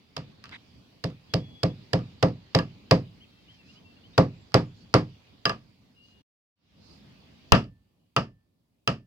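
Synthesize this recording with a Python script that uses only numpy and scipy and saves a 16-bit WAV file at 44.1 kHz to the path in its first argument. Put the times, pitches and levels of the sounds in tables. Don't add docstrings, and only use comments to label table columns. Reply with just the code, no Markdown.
import sys
import numpy as np
from scipy import signal
from scipy.fft import rfft, irfft, next_fast_len
from scipy.io import wavfile
from scipy.ndimage import uniform_filter1d, map_coordinates

SR = 44100
rng = np.random.default_rng(int(sys.argv[2]) if len(sys.argv) > 2 else 0)


def master(y):
    cut = np.clip(np.atleast_2d(y).T, -1, 1)
    pcm = np.round(cut * 32767)
    wavfile.write(sys.argv[1], SR, pcm.astype(np.int16))


def invert_db(x):
    u = np.asarray(x, float) / 20
    return 10 ** u


N = 399546

# start_s, crack_peak_db, bench_thud_db, clack_db
DRIVING_BLOWS = [
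    (0.1652, -26.5, -11, -13.5),
    (1.0393, -24, 0, -15.5),
    (1.3373, -18, -0.5, -16),
    (1.6318, -19, 1.5, -12.5),
    (1.932, -18, 1, -11.5),
    (2.2265, -16.5, 1.5, -5.5),
    (2.5478, -13, -2.5, -11),
    (2.9102, -10.5, -1.5, -9),
    (4.1785, -13.5, 2, -4.5),
]
# start_s, crack_peak_db, bench_thud_db, clack_db
DEEP_BLOWS = [
    (4.542, -10, -2.5, -6),
    (4.94, -9.5, -3, -5.5),
]
# start_s, crack_peak_db, bench_thud_db, clack_db
SEATED_BLOWS = [
    (7.521, -1, -15.5, -3),
    (8.164, -11.5, -15.5, -2),
    (8.8752, -12, -15.5, -6),
]
# start_s, crack_peak_db, bench_thud_db, clack_db
GLANCING_BLOWS = [
    (2.5876, -22.5, -12, -3),
    (5.454, -11.5, -20.5, -5),
    (5.4947, -21, -19, 0),
]
# start_s, crack_peak_db, bench_thud_db, clack_db
TOUCHES = [
    (0.1778, -36.5, -1.5, -12),
    (0.2036, -56, -11, 7),
    (0.4399, -35.5, -31, -3),
    (1.1017, -47, -12, -1),
    (1.9902, -43.5, 7.5, 4),
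    (2.2851, -43.5, 5.5, -8.5),
    (7.641, -49.5, -7, -25),
]
# start_s, peak_db
GRAZES = [(.4555, -39), (.4925, -41), (.512, -50), (2.533, -54), (4.5195, -45), (4.929, -52), (6.085, -58)]
GRAZE_THUD_DB, GRAZE_CLACK_DB = -21, -9
SLIDE_MS = {"driving": 3.9, "deep": 2.0, "seated": 1.55, "touch": 1.2}
PLANK_DB = {"driving": 7, "deep": 2.57, "seated": 0, "touch": -13}

# pitch_hz, level_db, t60_s
PLANK_MODES = [(164.6, 4, 0.25), (183, -29.5, 0.39), (269.8, -1, 0.49), (307.7, -1, 0.25), (341, -19, 0.21),
               (394.5, -8, 0.66), (487.7, -6, 0.54), (522, 0.5, 0.15), (630.6, 0.5, 0.1),
               (737, -12.5, 0.11), (759.7, -6, 0.12), (1060, -21, 0.05), (1165, -8.5, 0.087),
               (1280, 3.5, 0.014), (1310, -30.5, 0.18), (1720, -31.5, 0.13), (1960, -25.5, 0.13),
               (1940, -26.5, 0.061), (2070, -24.5, 0.13), (2170, -26, 0.14)]
# pitch_hz, level_db, t60_s
SEATED_MODES = [(140, 0, 0.3), (251.5, -2, 0.63), (414.5, -8.5, 0.25), (574, -9, 0.35), (867, -18, 0.24),
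                (906, -11, 0.21), (963, -13.5, 0.13), (1186, -4.5, 0.13), (1246, 4.5, 0.051),
                (1310, -5.5, 0.21), (1421, -14, 0.39), (1650, -8, 0.037), (1810, -12, 0.13),
                (2340, -17.5, 0.13), (2560, -16, 0.14), (2300, -18, 0.14), (2680, -17.5, 0.15),
                (2530, -21.5, 0.22), (2870, -14.5, 0.14), (3350, -18, 0.27)]
# pitch_hz, level_db, t60_s
FACE_MODES = [(1300, 3, .06), (1860, -6, .07), (2780, 3, .04), (3050, 1, .035)]
# pitch_hz, level_db, t60_s
EDGE_MODES = [(250, -16, .15), (520, -16, .12), (1180, 7, .1), (1260, 0, .08), (1660, 3, .09),
              (1760, -2, .08), (2750, 2, .05), (3100, -2, .04), (4950, -3, .035)]
# pitch_hz, level_db, t60_s
BENCH_MODES = [(124, -1.5, 0.29), (94, -5.5, 0.23), (66, -8, .2)]
# pitch_hz, t60_s
WOOD_DAMPING = [(100, .25), (500, .19), (1300, .15), (3000, .07)]
# pitch_hz, level_db, t60_s
SHAFT = (1775, -56.5, .65)
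JOLT_S, JOLT_WIDTH_S, JOLT_HZ, JOLT_DB = .017, .005, 121, 2.5

# frequency_hz, density_db_per_hz
CRACK = [(710, -27), (1200, 0), (1790, -1.5), (2180, -10.5), (3050, -6.5), (4130, -7), (4860, -5.5),
         (6600, -20), (8530, -23), (10600, -40), (11300, -35.5), (12700, -31.5), (16000, -44.5)]
# frequency_hz, density_db_per_hz
HARD_CRACK = [(710, -28), (1200, 4), (1540, -7), (2110, -16), (2510, -5), (3180, -6.5), (3620, -13.5),
              (5650, -17), (8530, -30.5), (12700, -30.5), (16000, -41)]
# frequency_hz, density_db_per_hz
TAIL = [(24, -51.5), (40, -27.5), (140, -3), (209, -11.5), (312, -13), (382, -9.5), (630, -13),
        (852, -17.5), (1180, -20.5), (1520, -33), (1630, -27.5), (2910, -34.5), (5050, -39), (6820, -51),
        (16000, -79)]
# frequency_hz, density_db_per_hz
HARD_TAIL = [(24, -35.5), (40, -17.5), (170, -5), (270, -4), (382, -7), (680, -6), (873, -15.5), (1210, -7),
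             (1480, -19.5), (1630, -15), (2210, -24), (2770, -17.5), (3830, -31), (5180, -30),
             (6490, -40.5), (16000, -68.5)]
# centre_hz, t60_s
SHED = [(50, 0.49), (130, 0.3), (350, 0.19), (920, 0.15), (2430, 0.18), (6400, 0.18)]
# frequency_hz, likeness_0_to_1
ALIKE = [(60, 1), (180, 1), (550, 0.94), (1650, 0.26), (4970, 0.37), (15000, 0.1)]

# start_s, attack_s, hold_s, release_s, level_db
SCRAPE = (.503, .022, .037, .014, -46)
# frequency_hz, density_db_per_hz
RASP = [(290, -49), (500, -20), (1070, 0), (2060, 1), (2820, -7), (3580, -0.5), (3910, -3), (4260, -19),
        (10000, -37), (13000, -74), (22000, -120)]
# centre_s, half_length_s, level_db
RUSTLES = [
    (3.55, .05, -72),
    (3.71, .065, -68),
    (4.8, .05, -69),
    (6.08, .06, -73),
    (6.9, .09, -64),
]
# frequency_hz, density_db_per_hz
CRINKLE = [(2060, -39), (3500, -26), (3740, -23), (4070, 4.5), (4920, -3), (5920, -7), (9000, -23),
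           (11700, -50), (19800, -120)]

# start_s, start_pitch_hz, level_db
FLICKS = [
    (3.2, 2700, -62),
    (3.478, 2680, -60),
    (3.672, 2380, -66),
    (3.75, 2600, -62),
    (4.03, 2660, -64),
    (4.125, 3250, -65),
]
FLICK_S, FLICK_RISE, FLICK_BEND_S = .05, .22, .018
# start_s, length_s, pitch_hz, slide_hz_per_s, level_db
NOTES = [(3.232, .026, 3170, -33000, -65), (3.26, .2, 3190, -80, -75), (3.32, .11, 2650, 300, -73),
         (3.525, .04, 3120, 300, -68), (3.58, .05, 2810, -4200, -67), (3.63, .045, 2560, -1000, -69),
         (3.84, .095, 2720, -200, -66), (3.96, .03, 2790, 300, -67), (1.29, .44, 3360, 20, -59.5),
         (5.955, .05, 2870, -1800, -65), (5.99, .08, 2780, 1300, -62), (6.065, .14, 2870, -150, -70),
         (7.99, .12, 2880, 100, -91), (4.34, .13, 7600, -900, -82), (4.65, .09, 7000, -900, -84),
         (4.755, .05, 6900, 50, -80)]
SWELL_DB = 5

# time_s, level_db
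BACKGROUND = [(0, -60.5), (.3, -54.5), (1.0, -58), (1.6, -54), (3.0, -54.5), (3.35, -59), (3.8, -56),
              (5.0, -56.5), (5.95, -62), (6.2, -61.5), (6.9, -54.5), (9.1, -62.5)]
# frequency_hz, density_db_per_hz
RUMBLE = [(12, -34.5), (20, -7), (27, -21), (51, -8.5), (92, -3.5), (146, -6.5), (199, -6), (275, -8.5),
          (310, -14.5), (1200, -30), (1560, -56), (2640, -120)]
# frequency_hz, density_db_per_hz
HISS = [(350, -28), (600, -4.5), (1010, -6), (1110, -6.5), (1740, -6), (2500, -2), (2720, -4.5),
        (3430, -2.5), (4420, -6.5), (5130, -13.5), (5880, -15), (7500, -22.5), (9750, -52.5), (16500, -120)]
HISS_DB, HISS_GROWS = -11.5, 0.89

# frequency_hz, left_minus_right_db
PORTS = [(60, -2.5), (110, -2), (200, 0), (380, -1.5), (700, 0.5), (1290, -0.5), (2380, -1.5), (4400, -2),
         (8120, -5), (15000, 0)]
# centre_hz, width_hz, boost_db
CAVITIES = [
    (2800, 450, 5),
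    (4850, 550, 10),
]
# start_s, deaf_s, deaf_by_db, membrane_swing_hz, swing_db
OVERLOAD = (7.5235, .021, -24, 92, -2.5)
DUCK_S, RUMBLE_DUCK_DB, HISS_DUCK_DB, SELF_DUCK_DB = 0.1, -11.5, -19.5, -6.5
SELF_DB = -79
# time_s, gain
FADER = [
    (0, 1),
    (6.212, 1),
    (6.222, .02),
    (6.25, 0),
    (6.555, 0),
    (6.95, 1),
    (9.1, 1),
]


def unit(x):
    return x / np.sqrt(np.mean(x ** 2) + 1e-20)


def along(points, hz):
    f, v = np.transpose(points)
    return np.interp(np.log(hz + 1), np.log(f + 1), v)


def curves(rows):
    s, *cols = np.transpose(rows)
    return [np.interp(np.arange(N) / SR, s, c) for c in cols]


def wobble(rate):
    knots = rng.standard_normal(int(N * rate / SR) + 4)
    return map_coordinates(knots, [np.arange(N) * rate / SR])


def decay(t, t60):
    return np.exp(-np.log(1000) * t / t60)


def pair(white, spectrum, alike):
    hz = np.fft.rfftfreq(white.shape[1], 1 / SR)
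    gain = invert_db(along(spectrum, hz))
    turn = np.arccos(np.clip(along(alike, hz), -1, 1)) / 2
    mid, side = rfft(white) * gain * [np.cos(turn), np.sin(turn)]
    return hz, np.array([mid + side, mid - side]) / np.sqrt(np.mean(gain ** 2))


def rush(spectrum, alike, patchy_db):
    z = signal.stft(rng.standard_normal((2, N + 1024)), nperseg=512)[2]
    field = uniform_filter1d(rng.standard_normal(z.shape[1:]), size=6, axis=0)
    field = uniform_filter1d(field, size=14, axis=1)
    white = signal.istft(z * invert_db(patchy_db * unit(field)), nperseg=512)[1][:, :N]
    return unit(irfft(pair(white, spectrum, alike)[1], N))


def nail_rattle(t, slide, crack):
    burst = np.where(t < slide, invert_db(-3.5 * (1.5 - t / slide)), invert_db(-60 * (t - slide) / 0.0055))
    rattle = burst * irfft(pair(rng.standard_normal((2, len(t))), crack, ALIKE)[1])
    return rattle / np.sqrt(np.mean(rattle ** 2) / np.mean(burst ** 2))


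def wood_ring(t, slide, modes, colour):
    late = np.maximum(t - 0.8054 * slide, 0)
    wood = 0
    for hz, db, t60 in modes:
        rise = 1 - np.exp(-late * hz / 1.9)
        level = invert_db(db + along(colour, hz) + rng.normal(0, 1.5))
        ring = decay(late, min(t60, along(WOOD_DAMPING, hz))) * np.sin(2 * np.pi * hz * late)
        wood = wood + level * rise * ring
    return wood


def shed_answer(t, tail, walls, colour):
    hz, answer = pair(rng.standard_normal((2, len(t))), tail, ALIKE)
    same = pair(walls, tail, ALIKE)[1]
    answer = np.where(hz < 800, same, answer)
    answer = answer * invert_db(along(colour, hz))
    shed = 0
    centres = [centre for centre, _ in SHED]
    for band, (centre, t60) in zip(np.eye(len(SHED)), SHED):
        share = along(list(zip(centres, band)), hz)
        build_up = 1 - np.exp(-(t * centre / 0.6) ** 2)
        shed = shed + irfft(answer * share) * decay(t, t60) * build_up
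    return shed


def blow(peak_db, levels, slide_ms, usual, modes, crack, tail, walls):
    t, slide = np.arange(16384) / SR, slide_ms / 1000
    bench_db, plank_db, clack_db = np.array(levels) - usual
    colour = [(150, bench_db), (550, plank_db), (1350, clack_db), (2600, 0.0021)]
    rattle = nail_rattle(t, slide, crack)
    wood = wood_ring(t, slide, modes, colour)
    shed = shed_answer(t, tail, walls, colour)
    after = t - JOLT_S
    jolt = np.exp(-(after / JOLT_WIDTH_S) ** 2) * np.sin(2 * np.pi * JOLT_HZ * after)
    jolt = invert_db(levels[0] + JOLT_DB) * jolt
    loud_db = np.mean(usual) + 3
    return invert_db(peak_db) * (jolt + invert_db(-3) * rattle + invert_db(loud_db - 5) * wood + invert_db(loud_db - .5) * shed)


def wood_levels(kind, thud_db, clack_db):
    return [thud_db, (thud_db + clack_db) / 2 + PLANK_DB[kind], clack_db]


def shaft_ring():
    out, t = np.zeros((2, N + SR)), np.arange(SR) / SR
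    hz, db, t60 = SHAFT
    grip = invert_db(2.5 * wobble(25)[:SR])
    for s, peak_db, *_ in SEATED_BLOWS:
        ring = grip * invert_db(db + .4 * peak_db - 60 * t / t60) * np.sin(2 * np.pi * hz * t)
        out[:, round(s * SR):][:, :SR] += ring
    return out[:, :N]


def hammer():
    out = np.zeros((2, N + SR))
    walls = rng.standard_normal((2, 16384))
    grazes = [(s, db, GRAZE_THUD_DB, GRAZE_CLACK_DB) for s, db in GRAZES]
    usual_soft = wood_levels("driving", *np.mean(DRIVING_BLOWS, 0)[2:])
    usual_hard = wood_levels("seated", *np.mean(SEATED_BLOWS, 0)[2:])
    kinds = [("driving", DRIVING_BLOWS, usual_soft, PLANK_MODES, CRACK, TAIL),
             ("deep", DEEP_BLOWS, usual_soft, PLANK_MODES, CRACK, TAIL),
             ("seated", SEATED_BLOWS, usual_hard, SEATED_MODES + FACE_MODES, HARD_CRACK, HARD_TAIL),
             ("seated", GLANCING_BLOWS, usual_hard, EDGE_MODES, CRACK, HARD_TAIL),
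             ("touch", TOUCHES + grazes, usual_hard, SEATED_MODES, CRACK, HARD_TAIL)]
    for kind, rows, usual, modes, crack, tail in kinds:
        for s, peak_db, thud_db, clack_db in rows:
            levels = wood_levels(kind, thud_db, clack_db)
            sound = blow(peak_db, levels, SLIDE_MS[kind], usual, modes + BENCH_MODES, crack, tail, walls)
            out[:, round(s * SR):][:, :sound.shape[1]] += sound
    return out[:, :N] + shaft_ring()


def scrape():
    t = np.arange(N) / SR
    s, attack, hold, release, db = SCRAPE
    end = s + attack + hold + release
    stroke = np.clip(np.minimum((t - s) / attack, (end - t) / release), 0, 1) ** 2
    return stroke * invert_db(db + 1.0 * wobble(390)) * rush(RASP, ALIKE, patchy_db=-2.5)


def sheet_rustle():
    t = np.arange(N) / SR
    swells = sum(invert_db(db) * np.exp(-((t - s) / half) ** 4) for s, half, db in RUSTLES)
    return swells * rush(CRINKLE, [(1000, 0.06)], patchy_db=3)


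def whistle(length, db, pitch):
    u = np.arange(round(length * SR)) / SR
    edge = np.clip(np.minimum(u, length - u) / 0.0094, 0, 1)
    swell = invert_db(db + 3.8 - SWELL_DB * (2 * u / length - 1) ** 2)
    return edge * swell * np.sin(2 * np.pi * np.cumsum(pitch(u)) / SR)


def birds():
    calls = []
    for s, hz, db in FLICKS:
        bend = lambda u, hz=hz: hz * (1 + FLICK_RISE * (1 - np.exp(-u / FLICK_BEND_S)))
        calls.append((s, whistle(FLICK_S, db, bend)))
    for s, length, hz, slide, db in NOTES:
        calls.append((s, whistle(length, db, lambda u: hz + slide * u)))
    direct = np.zeros(N)
    for s, call in calls:
        direct[round(s * SR):][:len(call)] += call
    direct = direct * invert_db(2.2 * wobble(45))
    yard = rng.standard_normal((2, SR // 2)) * invert_db(-60 * np.arange(SR // 2) / SR / .5)
    yard = yard / np.linalg.norm(yard[0])
    echoes = signal.fftconvolve(direct[None], yard, axes=1)[:, :N]
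    return direct * invert_db([[1.5], [-1.5]]) + invert_db(-10) * echoes


def ducked(db):
    since = np.maximum(np.arange(N) / SR - OVERLOAD[0], 0)
    return invert_db(db * (1 - np.exp(-since / DUCK_S)))


def air():
    background_db, = curves(BACKGROUND)
    mean_db = background_db.mean()
    hiss_db = mean_db + HISS_DB + HISS_GROWS * (background_db - mean_db)
    rumble = invert_db(background_db + 1.2 * wobble(16)) * rush(RUMBLE, [(200, .84), (700, .2)], patchy_db=1.5)
    hiss = invert_db(hiss_db + 3 + .8 * wobble(3)) * rush(HISS, [(1000, .05)], patchy_db=2.2)
    return ducked(RUMBLE_DUCK_DB) * rumble + ducked(HISS_DUCK_DB) * hiss


def scene():
    return hammer() + scrape() + sheet_rustle() + birds() + air()


def ports(dry, size, hz):
    delay = 9 / SR / (1 + (hz / 2500) ** 2)
    half = invert_db(along(PORTS, hz) / 2) * np.exp(-1j * np.pi * hz * delay)
    cavity = [1 + (invert_db(db) - 1) * 1j * hz * width / (centre ** 2 - hz ** 2 + 1j * hz * width)
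              for centre, width, db in CAVITIES]
    low_cut = (1j * hz / (45 + 1j * hz)) ** 2
    return irfft(rfft(dry, size) * [half, 1 / half] * cavity * low_cut, size)[:, :N]


def overload(right):
    s, deaf, by_db, swing_hz, swing_db = OVERLOAD
    t = np.maximum(np.arange(N) / SR - s, 0)
    stuck = (t > 0) * np.exp(-(t / deaf) ** 8)
    swing = invert_db(swing_db - 60 * t / .075) * np.sin(2 * np.pi * swing_hz * t + .8)
    return right * invert_db(by_db * stuck) + swing * (1 - np.exp(-t / .0005))


def roll_off(x):
    return signal.sosfilt(signal.butter(12, 16810, fs=SR, output="sos"), x)


def record(dry):
    size = next_fast_len(N + 4096)
    hz = np.fft.rfftfreq(size, 1 / SR)
    left, right = ports(dry, size, hz)
    both = np.array([left, overload(right)])
    self_noise = invert_db(SELF_DB + 1.2 * wobble(2.5)) * rng.standard_normal((2, N))
    both = both + ducked(SELF_DUCK_DB) * self_noise
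    both = both / (1 + np.abs(both / .9) ** 4) ** (1 / 4)
    both = irfft(rfft(both, size) * (hz < 16450), size)[:, :N]
    mix = both * np.clip(curves(FADER)[0], 0, 1)
    return roll_off(mix)


dry = scene()
out = record(dry)
master(out)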